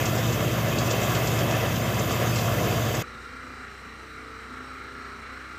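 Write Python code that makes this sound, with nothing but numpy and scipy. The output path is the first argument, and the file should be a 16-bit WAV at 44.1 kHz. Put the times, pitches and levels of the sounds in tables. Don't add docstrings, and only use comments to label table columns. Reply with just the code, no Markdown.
import sys
import numpy as np
from scipy import signal
from scipy.fft import rfft, irfft
from scipy.io import wavfile
from scipy.ndimage import uniform_filter1d

SR = 44100
rng = np.random.default_rng(int(sys.argv[2]) if len(sys.argv) > 2 else 0)


def transcribe(u):
    v = np.clip(np.atleast_2d(u).T, -1, 1)
    q = np.round(v * 32767).astype(np.int16)
    wavfile.write(sys.argv[1], SR, q)


def voltage_ratio(decibels):
    exponent = np.asarray(decibels, float) / 20
    return 10 ** exponent


N = 246078
TIME_S = np.arange(N) / SR
CUT_S = 3.0243


def evened(x):
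    return x / np.sqrt(np.mean(x ** 2) + 1e-20)


def curve(rows, col=1):
    rows = np.array(rows)
    return np.interp(TIME_S, rows[:, 0], rows[:, col])


def read(points, hz):
    f, value = np.transpose(points)
    return np.interp(np.log(hz + 1), np.log(f + 1), value)


def bumps(table, hz):
    return sum(db / (1 + (2 * (hz - f) / width) ** 2) for f, width, db in table)


def slow(hz):
    step = 64
    spectrum = rfft(rng.standard_normal(4096))
    spectrum = spectrum * np.exp(-(np.fft.rfftfreq(4096, step / SR) / hz) ** 2)
    return np.interp(np.arange(N) / step, np.arange(4096), evened(irfft(spectrum)))


def coloured(x, gain, patchy_db, flicker_db):
    hz, t, z = signal.stft(x, SR, nperseg=1024)
    patches = rng.standard_normal((len(t), len(hz))).T
    patches = uniform_filter1d(patches, size=12, axis=0)
    patches = evened(uniform_filter1d(patches, size=6, axis=1))
    flicker = rng.standard_normal(len(t))
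    z = z * gain(hz)[:, None] * voltage_ratio(patchy_db * patches + flicker_db * flicker)
    return evened(signal.istft(z, SR, nperseg=1024)[1][:N])


def orders(turn_hz, table, waver_db, drift, waver_hz):
    angle = 2 * np.pi * np.cumsum(turn_hz) / SR
    out = np.zeros(N)
    for multiple, db in table:
        half_turns = round(2 * multiple)
        level = np.sqrt(2) * voltage_ratio(db + waver_db * slow(waver_hz))
        phase = 2 * np.pi * rng.random() + drift * slow(waver_hz)
        out += level * np.sin(half_turns / 2 * angle + phase)
    return out


# time_s, load_db (above the usual)
STRAW_LOAD = [
    (0.0, .3),
    (0.68, -1),
    (0.9, 0.9),
    (1.33, 1.2),
    (1.62, -1),
    (1.87, -2),
    (2.1, 0.25),
    (2.42, 1),
    (3.02, -1),
]


def loaded(level_db, share, gust_db):
    return voltage_ratio(level_db + share * curve(STRAW_LOAD) + gust_db * slow(3.9))


# time_s, crank_hz
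CRANK_WIDE = [
    (0.0, 33.4),
    (1.67, 33.23),
    (2.33, 33.2),
    (2.5, 32.04),
    (3.02, 32.12),
]
# frequency_hz, level_db (per Hz)
ROAR_SPECTRUM = [(24, -50), (40, -33.5), (118, -12), (259, -13), (297, -9), (384, -11), (640, -7),
                 (860, -11), (1180, -14.5), (1490, -15.5), (2130, -17.5), (2340, -23), (2590, -15),
                 (3150, -18.5), (4400, -36.5), (5720, -56), (9680, -120)]
# frequency_hz, width_hz, gain_db
REFLECTIONS = [(124, 62, 3.5), (217, 50, 3.5), (256, 29, -2), (859, 88, -13.5), (1168, 30, 3),
               (1510, 165, -4), (1770, 30, 3.5), (1860, 58, -12.5), (2385, 120, -2.5), (2863, 230, -8.5),
               (3500, 150, -4.5)]


def roar():
    gain = lambda hz: voltage_ratio(read(ROAR_SPECTRUM, hz) + bumps(REFLECTIONS, hz))
    stroke = 1 + 0.032 * np.cos(np.pi / 2 * np.cumsum(curve(CRANK_WIDE)) / SR + 2.1)
    noise = coloured(rng.standard_normal(N), gain, patchy_db=0.96, flicker_db=0.63)
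    return loaded(level_db=-28, share=0.85, gust_db=0.71) * stroke * noise


# multiple, level_db (rms)
CRANK_TONES = [(2, -40.5), (3, -36), (4, -34.5), (5, -38.5), (6, -46), (6.5, -46.5), (7, -42), (9, -45.5),
               (10, -46), (10.5, -49.5)]
BLOWER_TONES = [(2, -53), (3, -49), (4, -31.5), (5, -43), (6, -46.5), (7, -45.5), (8, -50.5), (12, -50.5)]


def drive():
    crank_hz = curve(CRANK_WIDE)
    blower_hz = 0.868 * crank_hz
    drone = orders(crank_hz, CRANK_TONES, waver_db=0.84, drift=0.45, waver_hz=7.1)
    drone += orders(blower_hz, BLOWER_TONES, waver_db=2.2, drift=0.52, waver_hz=5.7)
    return loaded(level_db=-0.29, share=-0.1, gust_db=0.51) * drone


# time_s, peak_db, low_db (low part relative to high)
ROD_KNOCKS = [(0.0548, -22, -5), (0.1506, -31, -9), (0.177, -27, 1), (0.3269, -25, -4), (0.5186, -34, 1),
              (0.7843, -22.5, 1), (0.8644, -31, 3), (0.907, -19, 0), (0.9976, -29, -8), (1.0295, -25, -14),
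              (1.15, -23, 0.5), (1.272, -21.5, -2), (1.388, -24.5, -2), (1.509, -28, -1), (1.759, -31, 0),
              (1.9393, -27.5, -1), (1.9919, -23, -6), (2.1148, -25.5, -3), (2.358, -23, 1), (2.384, -28, 3),
              (2.4094, -34, 6), (2.7923, -34, -11), (2.95, -25, -12)]


def ringing(low_hz, high_hz, t):
    hz = rng.uniform(low_hz, high_hz, (40, 1))
    level = voltage_ratio(1.9 * rng.standard_normal(hz.shape))
    return evened((level * np.sin(2 * np.pi * (hz * t + rng.random(hz.shape)))).sum(0))


def clanks():
    out, t = np.zeros(N + 4000), np.arange(4000) / SR
    t60_s = 0.076
    for start_s, db, low_db in ROD_KNOCKS:
        shape = np.minimum(t / 0.01, 1) ** 2 * voltage_ratio(-60 * np.maximum(t - 0.009, 0) / t60_s)
        shape = shape + 0.046 * np.roll(shape, rng.integers(500, 1100))
        ring = ringing(5500, 7900, t) + voltage_ratio(low_db) * ringing(2600, 5500, t)
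        start = max(round((start_s - 0.007) * SR), 0)
        out[start:][:len(t)] += voltage_ratio(db - 10) * shape * ring
    return out[:N]


# frequency_hz, level_db
PANEL_SPECTRUM = [(2120, -17), (3600, 0), (4140, -15), (4680, -2), (5330, -5.5), (6700, -1), (7500, -5.5),
                  (8230, -18), (9930, -26), (11000, -18), (14300, -50), (22000, -120)]


def clatter():
    strength = voltage_ratio(np.minimum(rng.exponential(1, N), 5))
    hits = strength * (rng.random(N) < 0.3) * rng.standard_normal(N)
    angle = 2 * np.pi * np.cumsum(curve(CRANK_WIDE)) / SR
    throb = 1 + 0.076 * np.cos(angle / 4 + 2.0) + 0.044 * np.cos(angle / 2 + 0.25)
    body = coloured(hits, lambda hz: voltage_ratio(read(PANEL_SPECTRUM, hz)), patchy_db=1.5, flicker_db=0.8)
    return loaded(level_db=-40, share=0.75, gust_db=0.37) * throb * body


# frequency_hz, level_db
CHAFF_SPECTRUM = [(5000, -8.5), (8500, -8), (10500, -10), (12600, -1.5), (13300, 0), (14900, -2.5),
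                  (15600, -11.5)]


def chaff():
    hiss = coloured(rng.standard_normal(N), lambda hz: voltage_ratio(read(CHAFF_SPECTRUM, hz)),
                    patchy_db=1.3, flicker_db=0.5)
    return loaded(level_db=-40.5, share=0.5, gust_db=0.4) * hiss


# time_s, shaft_hz, rattle_db
OUTLET_SHAFT = [
    (3.03, 27.88, -47),
    (3.7, 28.51, -47.5),
    (4.15, 27.53, -48.2),
    (4.4, 28.02, -47.5),
    (4.8, 28.83, -47),
    (5.12, 28.86, -46.5),
    (5.58, 28.32, -47),
]
# frequency_hz, level_db (per Hz)
RATTLE_SPECTRUM = [(15, -65), (25, -28), (54, -9), (190, -11.5), (258, -6), (334, -9.5), (444, -6),
                   (589, -16), (1040, -13), (1340, -0.5), (1510, -7), (2260, -13.5), (3370, -24),
                   (4070, -20.5), (7000, -38), (9100, -66), (15400, -120)]
# frequency_hz, width_hz, gain_db
SHEET_PEAKS = [(1290, 280, 1), (2050, 350, 5.5), (2360, 63, 2.5), (2820, 55, 5), (3180, 400, 0),
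               (3980, 270, 6), (5560, 330, 8.5)]
# frequency_hz, level_db (rms)
SHEET_MODES = [(1132, -59), (1158, -63), (1213, -59), (1242, -61), (1340, -60), (1446, -62), (1267, -59),
               (1305, -59), (1389, -53), (1507, -63), (1650, -64), (1825, -65), (2175, -68), (2285, -67),
               (2417, -71)]


def rattle():
    turns = np.cumsum(curve(OUTLET_SHAFT)) / SR
    fresh = rng.standard_normal((int(turns[-1]) + 2, 1560))
    pattern = signal.lfilter([1], [1, -0.65], fresh, axis=0)
    x = pattern[turns.astype(int), (turns % 1 * fresh.shape[1]).astype(int)]
    x = x * (1 + 0.1 * np.cos(2 * np.pi * turns + 1.14) + 0.033 * np.cos(4 * np.pi * turns + 2.1))
    gain = lambda hz: voltage_ratio(read(RATTLE_SPECTRUM, hz) + bumps(SHEET_PEAKS, hz))
    body = coloured(x, gain, patchy_db=1.1, flicker_db=0.3)
    rings = np.zeros(N)
    for hz, db in SHEET_MODES:
        level = voltage_ratio(db + 2.5 * slow(6))
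        rings += level * np.sin(2 * np.pi * hz * TIME_S + 0.8 * slow(4))
    level_db = curve(OUTLET_SHAFT, col=2)
    return voltage_ratio(level_db + 5.0) * body + voltage_ratio(level_db + 49) * rings


# time_s, firing_hz
OUTLET_FIRING = [
    (3.03, 63.7),
    (4.32, 64.6),
    (4.54, 64.6),
    (4.65, 65.5),
    (5.47, 65.15),
    (5.58, 63.76),
]
# multiple, level_db (rms)
HUM_TONES = [(1, -74), (2, -52), (3, -60), (4, -63.5), (5, -69.5)]
OUTLET_SHAFT_TONES = [(2, -69), (3, -71), (8, -62)]


def hum():
    crank_hz = curve(OUTLET_FIRING) / 2
    out = orders(crank_hz, HUM_TONES, waver_db=0.5, drift=0.26, waver_hz=5.1)
    out += orders(curve(OUTLET_SHAFT), OUTLET_SHAFT_TONES, waver_db=3.0, drift=0.27, waver_hz=2.0)
    return out


# middle_s, half_length_s, level_db (rms)
DRUMMING_SWELLS = [
    (3.16, .04, -53),
    (3.45, 0.17, -52),
    (3.834, 0.07, -53),
    (4.196, .04, -58),
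    (4.6, 0.17, -52.5),
    (4.953, 0.09, -61),
    (5.451, .15, -58),
]
# start_s, end_s, start_hz, end_hz, level_db (rms)
CHUTE_TONES = [
    (3.03, 3.498, 496, 501, -59),
    (3.3, 3.8, 392, 402, -65),
    (3.75, 4.5, 302.7, 304, -59),
    (3.86, 4.7, 439.3, 451, -56.5),
    (4.403, 5.3, 398, 405.5, -57.5),
    (4.651, 5.552, 376.3, 369.5, -59.5),
    (4.101, 4.6, 497, 499, -64),
    (5.15, 5.601, 316, 311.7, -66),
]


def chute():
    swell = voltage_ratio(-63.5)
    for middle_s, half_s, db in DRUMMING_SWELLS:
        swell = swell + voltage_ratio(db) * np.exp(-((TIME_S - middle_s) / half_s) ** 2)
    swell = swell * voltage_ratio(3.5 * slow(16))
    out = swell * np.sin(2 * np.pi * 9 * np.cumsum(curve(OUTLET_SHAFT)) / SR)
    for start_s, end_s, start_hz, end_hz, db in CHUTE_TONES:
        along = np.clip((TIME_S - start_s) / (end_s - start_s), 0, 1)
        hz = start_hz + (end_hz - start_hz) * along
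        level = voltage_ratio(db + 1.2 * slow(6.6)) * np.sqrt(np.sin(np.pi * along).clip(0))
        out += level * np.sin(2 * np.pi * np.cumsum(hz) / SR)
    return np.sqrt(2) * out


# frequency_hz, level_db (rms)
FRAME_MODES = [(2707, -72), (2747, -71), (2913, -74), (3017, -73), (3182, -73), (3796, -73), (3997, -65.5),
               (4122, -72), (4907, -79), (5370, -79), (5477, -76), (5715, -77)]


def sieve_frame():
    out = np.zeros(N)
    for hz, db in FRAME_MODES:
        out += voltage_ratio(db + 4.4 * slow(9)) * np.sin(2 * np.pi * hz * TIME_S + 1.33 * slow(8.8))
    return out


# low_hz, high_hz, share (of time)
DROPOUTS = [(12400, 13000, .03), (13800, 14450, .16), (14500, 15100, .1)]


def holed(x):
    hz, t, z = signal.stft(x, SR, nperseg=1024)
    for low_hz, high_hz, share in DROPOUTS:
        gone = np.repeat(rng.random(len(t) // 2 + 1) < share, 2)[:len(t)]
        band = (hz > low_hz) & (hz < high_hz)
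        z = z * np.where(band[:, None] & gone, voltage_ratio(-30), 1)
    return signal.istft(z, SR, nperseg=1024)[1][:N]


# frequency_hz, level_db
GRAIN_SPECTRUM = [(3530, -35), (6000, 1), (6530, -2.5), (8360, 2), (9690, -10), (11500, -11),
                  (14900, -11.5), (15600, -12)]


def grain():
    sieve = 1 + 0.03 * np.cos(2 * np.pi * 5.2 * TIME_S + 0.63)
    hiss = coloured(rng.standard_normal(N), lambda hz: voltage_ratio(read(GRAIN_SPECTRUM, hz)),
                    patchy_db=1.2, flicker_db=0.6)
    return voltage_ratio(-62.5) * sieve * holed(hiss)


# low_edge_hz, level_db
SIDE_LEVEL = [(4100, -49), (6300, -46), (8500, -60), (10300, -59), (12300, -50), (14000, -50)]


def side_bursts():
    size, count, moments = 1024, 26, 15
    out, hz = np.zeros(N), np.fft.rfftfreq(2 * size, 1 / SR)
    starts = 165 + size * rng.integers(2, int(CUT_S * SR / size) - 2, moments)
    for k, start in enumerate(starts[rng.integers(0, moments, count)]):
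        low_hz = 4100 + (13800 - 4100) * np.sin(np.pi / 2 * k / count) ** 2
        band = (hz > low_hz) * (hz < low_hz + 1600)
        noise = irfft(rfft(rng.standard_normal(2 * size)) * band)
        out[start:][:2 * size] += voltage_ratio(read(SIDE_LEVEL, low_hz)) * evened(noise) * np.hanning(2 * size)
    return out


def scene():
    wide = roar() + drive() + clanks() + clatter() + chaff()
    near = rattle() + hum() + chute() + sieve_frame() + grain()
    wide = signal.sosfilt(signal.butter(3, 56, "high", fs=SR, output="sos"), wide)
    fade = np.clip((TIME_S - CUT_S) / 0.0016, 0, 1)
    mono = (1 - fade) * wide + fade * near
    return np.array([mono, mono])


def roll_off(x):
    return signal.sosfilt(signal.butter(12, 16060, fs=SR, output="sos"), x)


def record(dry):
    mix = dry + np.array([[1], [-1]]) * side_bursts()
    low_pass = signal.firwin(1023, 15520, window=("kaiser", 10), fs=SR)
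    mix = signal.oaconvolve(mix, low_pass[None], "same")
    return roll_off(mix)


dry = scene()
out = record(dry)
transcribe(out)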